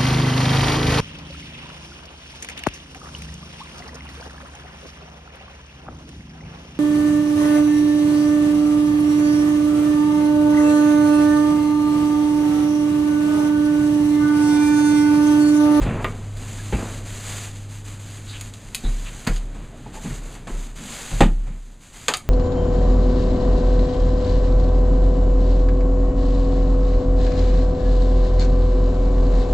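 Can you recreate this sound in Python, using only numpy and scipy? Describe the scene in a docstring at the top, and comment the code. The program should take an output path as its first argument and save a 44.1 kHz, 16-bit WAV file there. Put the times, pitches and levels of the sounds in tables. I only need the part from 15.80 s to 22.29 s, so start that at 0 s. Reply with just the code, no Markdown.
"""Cardboard boxes bump as they are carried about a small room, and one is dropped.
Each bump slaps a wall of the box, rings its panels and shakes the load inside. Heavy bumps set off
a deep boom in the floor; cardboard snaps and hard things clack. In between, the boxes slide against
arms and clothes, hissing and squeaking. A small motor hums, then switches off and runs down."""
import sys
import numpy as np
from scipy import signal
from scipy.fft import rfft, irfft, next_fast_len
from scipy.io import wavfile
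from scipy.ndimage import uniform_filter1d, map_coordinates

SR = 44100
rng = np.random.default_rng(int(sys.argv[2]) if len(sys.argv) > 2 else 0)


def bounce(signal):
    """Save signal as a 16-bit WAV file at the path given by the first command-line argument."""
    frames = np.transpose(np.atleast_2d(signal))
    limited = np.clip(frames, -1, 1)
    pcm = np.round(limited * 32767).astype(np.int16)
    wavfile.write(sys.argv[1], SR, pcm)


N = 286209
TIME = np.arange(N) / SR
AGE = TIME[:SR // 2]  # seconds since a blow


def bumps():
    """The wall of a box slaps, its panels ring over a hollow thud, and the load lands just after."""
    # each bump: (time [s], panel level [dB], slap level [dB], load level [dB],
    # load pitch [Hz], rise time [s])
    hits = [(.014, -35, -33, -25.5, 132, 0.0066), (.052, -26, -56, -25.5, 194, 0.0081),
            (.925, -24.5, -44, -22, 184, 0.00089), (3.035, -33.5, -47, -31, 153, 0.0079),
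            (3.467, -31.5, -29.5, -21, 149, 0.00057), (3.74, -47, -48, -44, 216, 0.0074),
            (4.06, -40, -54, -43, 260, 0.0035), (4.139, -43, -47, -48, 606, 0.014),
            (4.244, -33.5, -47, -30.5, 165, 0.0079), (4.294, -42, -58, -32, 157, 0.0028),
            (4.549, -56, -43, -53, 300, 0.0028), (4.671, -44.5, -36, -39, 220, .0006),
            (4.978, -50, -60, -38, 223, .017), (5.305, -43, -41, -28, 122, 0.011),
            (5.406, -7.5, -20.5, -16.5, 199, 0.00053), (5.664, -48, -50, -38, 168, 0.0073),
            (6.283, -31, -21, -32.5, 860, 0.00017)]
    # the tones of a filled box: (pitch [Hz], relative level [dB], time to fade by 60 dB [s])
    box_tones = [(161.5, -9.5, 0.29), (238.4, 1.5, 0.079), (274, -2.5, 0.12), (353, -2.5, 0.098),
                 (420, -9, 0.16), (475.5, -6.5, 0.092), (556, -8, 0.11), (718, -4.5, 0.06),
                 (818, -2.5, 0.12), (896, -6.5, 0.12), (1020, -38, 0.079), (1210, -13, 0.15),
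                 (1610, -24, 0.023), (1873, -6, 0.11)]
    # tone colour of a slap on cardboard: (frequency [Hz], relative level [dB])
    slap_colour = [(100, -50), (400, 7.5), (900, 10), (2200, 2.5), (4500, -4.5), (7500, -3), (11000, -21),
                   (15000, -37)]
    load_lag_s = .006
    out = np.zeros(N)
    for s, panel_db, slap_db, load_db, load_hz, rise in hits:
        onset = 1 - np.exp(-AGE / rise)
        # a slow, soft contact weakens the high tones and draws out the slap and the load
        tones = [(hz, db - 10 * np.log10(1 + (hz * rise * 2.7) ** 2), t60) for hz, db, t60 in box_tones]
        panels = unit_blow(ring(tones, scatter_db=1.0, blur_hz=6.6) * onset)
        body = panels + amp(-5.5) * thud(1.25 * load_hz, rise, t60=.13)
        slap = unit_blow(noise(slap_colour, len(AGE)) * fade(0.14 + 4.1 * rise) * onset)
        load = thud(load_hz, .001 + rise, t60=.15 + 23 * rise)
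        add(out, s, amp(panel_db) * body + amp(slap_db) * slap)
        add(out, s + load_lag_s, amp(load_db) * load)
    return out


def thud(hz, rise, t60, bass_cut_hz=88):
    """A dull, hollow knock around one pitch; a box gives off little deep bass."""
    # tone colour of the knock: (frequency [multiple of the pitch], relative level [dB])
    colour = [(.15, -23), (.35, -2), (.55, -2.5), (.85, 3), (1.15, 3), (1.7, -14), (2.8, -17), (6, -25.5),
              (14, -24.5), (40, -69)]
    hollow = noise([(multiple * hz, db) for multiple, db in colour], len(AGE))
    hollow = filtered(hollow, lambda f: f ** 2 / np.hypot(f ** 2, bass_cut_hz ** 2))
    return unit_blow(hollow * fade(t60) * (1 - np.exp(-AGE / rise)))


def booms(rise_s=0.0067):
    """Weight on the floor sets off a very low, fading swing; the lower it is, the longer it lasts."""
    # weight landing on the floor: (time [s], level [dB], pitch [Hz])
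    landings = [(.01, -9, 46), (0.933, -8.5, 51.4), (3.046, -12, 33.97), (3.491, -12.5, 34.25),
                (4.303, -21, 35.6), (4.715, -19.5, 32.9), (5.328, -15, 37.3), (5.411, -6, 33.35)]
    out = np.zeros(N)
    t = TIME[:SR]
    for s, db, hz in landings:
        t60 = 0.84 * (34.1 / hz) ** 4
        swell = np.exp(-np.log(1000) * t / t60) * (1 - np.exp(-t / rise_s))
        add(out, s, -amp(db) * np.sin(2 * np.pi * hz * t) * swell)
    return out


def snaps_and_clacks(second_touch_s=.0055, second_touch_db=-9):
    """Sharp snaps of cardboard and clacks of hard things, each with a quick second touch."""
    # each snap or clack: (time [s], level [dB], bass limit [Hz], treble limit [Hz],
    # rattle fade time [s], relative ring level [dB])
    knocks = [(.245, -23.5, 540, 2180, 0.055, -11.5), (.571, -47, 800, 7040, 0.038, -16),
              (0.925, -35.5, 700, 2530, 0.062, -5), (2.611, -36, 1780, 7900, 0.012, -4),
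              (2.738, -43, 1490, 7200, 0.043, -6), (2.947, -26, 2140, 8400, 0.047, -23),
              (3.473, -29, 1390, 6400, 0.062, -16), (3.561, -39, 1800, 6400, 0.082, -4),
              (6.283, -19, 260, 6430, 0.032, -14), (6.338, -21.5, 910, 6030, 0.046, -8),
              (6.371, -36, 6600, 8800, 0.012, -10)]
    # a plastic-like ring: (pitch [Hz], relative level [dB], fade time before extra damping [s])
    ring_tones = [(392, 12.5, 0.088), (585, -7.5, 0.047), (760, -3.5, 0.18), (999, -8.5, 0.14),
                  (1228, 0, 0.14), (1550, 7.5, 0.045), (2054, -12, 0.21), (2252, -8, 0.6),
                  (2590, -9, 0.024), (3640, -22, 0.046), (6750, 13, 0.063)]
    out = np.zeros(N)
    for s, db, low_hz, high_hz, t60, ring_db in knocks:
        # small things lack bass, soft contacts lack treble
        contact = lambda hz: (1j * hz / (low_hz + 1j * hz)) ** 2 / np.sqrt(1 + (hz / high_hz) ** 8)
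        for start, level_db in [(s, db), (s + second_touch_s, db + second_touch_db)]:
            rattle = amp(3.0 * wobble(1033, size=len(AGE))) * fade(t60)
            crack = 2.8 * fade(0.0017)
            burst = rng.standard_normal(len(AGE)) * (rattle + crack)
            ringing = ring(ring_tones, scatter_db=7.0, blur_hz=26.3) * fade(7 * t60)
            touch = filtered(unit_blow(burst) + amp(ring_db) * unit_blow(ringing), contact)
            add(out, start, amp(level_db) * unit_blow(touch))
    return out


def rubbing(catches_per_s=130, cloth_db=-20.5, steady_db=-56):
    """Cardboard hisses over cloth and rustles hollowly; its fibres catch in tiny ticks."""
    # the rustle of the carried boxes: (time [s], level [dB])
    rustle_levels = [(0, -28), (.45, -35.5), (1.3, -36.5), (1.8, -40.5), (2.95, -40), (3.75, -36.5),
                     (4.6, -38), (5.2, -41.5), (5.7, -40), (5.88, -49.5), (6.49, -41)]
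    # cardboard sliding on cloth: (start [s], length [s], level [dB])
    slides = [(0, 0.01, -53), (.19, 0.11, -47.5), (.3, 0.28, -51.5), (.55, 0.63, -40), (1.235, 0.42, -37),
              (1.43, 0.15, -36), (1.62, 0.21, -46.5), (1.88, 0.096, -44), (2.04, 0.083, -41),
              (2.19, .2, -42.5), (2.43, 0.24, -43), (2.73, 0.26, -48), (2.98, 0.58, -42),
              (4.125, 0.051, -41.5), (4.2, 0.16, -39.5), (4.41, 0.14, -46), (4.67, 0.07, -44),
              (4.755, 0.095, -43), (4.95, 0.06, -40), (5.02, 0.11, -37), (5.08, .31, -35),
              (6.0, 0.088, -49), (6.12, 0.19, -43)]
    # tone colours of the hiss and the rustle: (frequency [Hz], relative level [dB])
    hiss_colour = [(100, -3.5), (400, 0), (900, -1), (2200, 0), (4500, -1.5), (7000, 3.5), (9000, -4.5),
                   (12000, -14.5), (15000, -22.5)]
    rustle_colour = [(20, 2), (33, 17.5), (55, 0), (78, 0.5), (125, 4.5), (200, -2), (232, 1), (330, -8.5),
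                     (800, -16), (1500, -20.5), (4000, -29), (10000, -78)]
    catches = (rng.random(N) < catches_per_s / SR) * rng.standard_normal(N)
    ticks = unit(filtered(catches, lambda hz: amp(along(hiss_colour, hz))))
    pressure = amp(wobble(250) + 0.64 * wobble(35))
    rustle_gain = amp(curve(rustle_levels))
    slide_gain = strokes(slides, attack_s=0.0068, t60=0.37)
    # slides, lightly brushing clothes and a faint steady hiss add up
    hiss_gain = np.sqrt(slide_gain ** 2 + (amp(cloth_db) * rustle_gain) ** 2 + amp(steady_db) ** 2)
    hiss = hiss_gain * unit((noise(hiss_colour, N) + amp(-14) * ticks) * pressure)
    rustle = rustle_gain * unit(noise(rustle_colour, N) * amp(wobble(18)))
    return hiss + rustle


def scraping():
    """A box rasps where it drags along."""
    # each drag: (start [s], length [s], level [dB])
    drags = [(.06, 0.15, -30), (.98, 0.055, -32), (4.41, 0.081, -46), (4.68, 0.039, -41.5)]
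    # tone colour of the rasp: (frequency [Hz], relative level [dB])
    colour = [(60, -25), (150, 0.5), (400, 1), (800, -7), (1400, -11.5), (2700, -19), (3600, -43),
              (8000, -58), (15000, -71)]
    rasp = unit(noise(colour, N) * amp(1.5 * wobble(180)))
    return strokes(drags, attack_s=0.0027, t60=0.68) * rasp


def squeaks():
    """One smooth face sticks and slips on another, too unevenly to hold a pitch."""
    # dry creaks: (time [s], centre [Hz], width [Hz], level [dB], length [s])
    creaks = [(.777, 1680, 100, -47, 0.033), (2.47, 4030, 1600, -44, 0.073),
              (2.525, 2830, 1900, -42, 0.058), (3.036, 3800, 450, -43, .042),
              (3.252, 2550, 1690, -42, 0.046), (3.922, 646, 60, -48, 0.031), (4.058, 874, 90, -48, 0.032),
              (4.161, 894, 60, -44.5, .035)]
    out = np.zeros(N)
    for s, hz, width_hz, db, length in creaks:
        swell = signal.windows.tukey(int(length * SR), .5)
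        friction = rng.standard_normal(len(swell))
        band = filtered(friction, lambda f: 1 / (1 + (2 * (f - hz) / width_hz) ** 2))
        add(out, s, amp(db) * unit(swell * band))
    return out


def motor(running_hz=101.54, off_s=2.66):
    """A low, nearly pure hum, slowly left behind; once switched off it sinks in pitch and dies away."""
    # the tones of the hum: (frequency [multiple of the pitch], relative level [dB])
    harmonics = [(1, 21), (2, -41), (3, -3.5)]
    sag_hz_per_s, recede_db_per_s, run_down_db_per_s = 14, 1.77, 52
    coasting_s = np.maximum(TIME - off_s, 0)
    hz = np.maximum(running_hz - sag_hz_per_s * coasting_s, 0)
    phase = 2 * np.pi * np.cumsum(hz * (1 + 0.0055 * wobble(6.8))) / SR
    tone = sum(amp(db) * np.sin(multiple * phase) for multiple, db in harmonics)
    level_db = -32 - recede_db_per_s * TIME - run_down_db_per_s * coasting_s
    return amp(level_db + 0.27 * wobble(9.05)) * tone / np.std(tone[:SR])


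def room(x, echo_db):
    """The sound plus the short echo of a furnished room."""
    # how long the echo lasts: (frequency [Hz], time to fade by 60 dB [s])
    fade_times = [(100, 0.44), (500, 0.23), (2000, 0.16), (7000, 0.17), (14000, 0.15)]
    hz, t, spectrum = signal.stft(rng.standard_normal(SR // 2), SR, nperseg=256)
    decay = np.exp(-np.log(1000) * t / along(fade_times, hz)[:, None])
    tail = signal.istft(spectrum * decay, SR, nperseg=256)[1]
    tail = np.pad(tail / np.linalg.norm(tail), (SR // 200, 0))  # arrives 5 ms late
    return x + amp(echo_db) * signal.fftconvolve(x, tail)[:N]


def ring(tones, scatter_db, blur_hz):
    """Fading tones, struck at new strengths each time; loose contents blur their pitch."""
    hz, db, t60 = np.transpose(tones)[..., None]
    signs = (-1) ** np.arange(len(db))[:, None]
    strength = amp(db + scatter_db * rng.standard_normal(db.shape)) * signs
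    steps = rng.standard_normal((len(db), len(AGE)))
    drift = np.cumsum(steps, axis=1) * np.sqrt(2 * np.pi * blur_hz / SR)
    return np.sum(strength * fade(t60) * np.sin(2 * np.pi * hz * AGE + drift), axis=0)


def strokes(rows, attack_s, t60):
    """Loudness of a series of slides: each gathers speed, holds and dies away."""
    power = np.zeros(N)
    for s, length, db in rows:
        rise_s = attack_s + 0.056 * length  # longer slides gather speed more slowly
        attack = 1 - np.exp(-np.maximum(TIME - s, 0) / rise_s)
        release = np.exp(-np.log(1000) * np.maximum(TIME - s - length, 0) / t60)
        power += (amp(db) * attack * release) ** 2
    return np.sqrt(power)


def amp(db):
    """Turn decibels into a gain."""
    return 10 ** (np.asarray(db) / 20)


def unit(x):
    """Scale to an average strength (rms) of 1."""
    return x / np.sqrt(np.mean(x ** 2) + 1e-20)


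def unit_blow(x):
    """Scale so that the loudest 20 ms have an average strength of 1."""
    return x / np.sqrt(uniform_filter1d(x ** 2, size=SR // 50, mode="constant").max() + 1e-20)


def along(points, hz):
    """Read between (frequency [Hz], value) points on a log frequency scale."""
    f, v = np.transpose(points)
    return np.interp(np.log(hz + 1), np.log(f + 1), v)


def curve(rows):
    """Join (time [s], value) rows into one value per sample."""
    return np.interp(TIME, *np.transpose(rows))


def wobble(rate, size=N):
    """A smooth curve through `rate` random points a second."""
    return map_coordinates(rng.standard_normal(int(size * rate / SR) + 4), [TIME[:size] * rate])


def filtered(x, response):
    """Scale each frequency in x by response(hz)."""
    size = next_fast_len(len(x) + 8192)
    return irfft(rfft(x, size) * response(np.fft.rfftfreq(size, 1 / SR)), size)[:len(x)]


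def noise(colour, size):
    """Noise of strength 1 with the given tone colour."""
    return unit(filtered(rng.standard_normal(size), lambda hz: amp(along(colour, hz))))


def fade(t60):
    """Die away by 60 dB in t60 seconds."""
    return np.exp(-np.log(1000) * AGE / t60)


def add(track, s, sound):
    """Mix a sound into the track at s seconds."""
    start = max(round(s * SR), 0)
    track[start:start + len(sound)] += sound[:N - start]


def scene():
    """Everything reaches one microphone; bumps, snaps, clacks and squeaks echo in the room."""
    mono = motor() + rubbing() + scraping() + booms()
    mono += room(bumps(), echo_db=-13.5)
    mono += room(snaps_and_clacks() + squeaks(), echo_db=-7.5)
    return np.array([mono, mono])


def microphone(hz, notch_hz=5500, width_hz=680):
    """The microphone's opening swallows one narrow band of treble."""
    offset = (hz - notch_hz) / width_hz
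    return (0.022 + 1j * offset) / (1 + 1j * offset)


def record(dry, top_hz=15500, mismatch_db=.07):
    """The microphone overloads on the hardest blow; the top treble is cut, the left a touch quieter."""
    coloured = filtered(dry[0], microphone)
    clipped = coloured / (1 + coloured ** 8) ** (1 / 8)
    out = filtered(clipped, lambda hz: 1 / (1 + (hz / top_hz) ** 120))
    return np.array([out * amp(-mismatch_db), out])


dry = scene()
out = record(dry)
bounce(out)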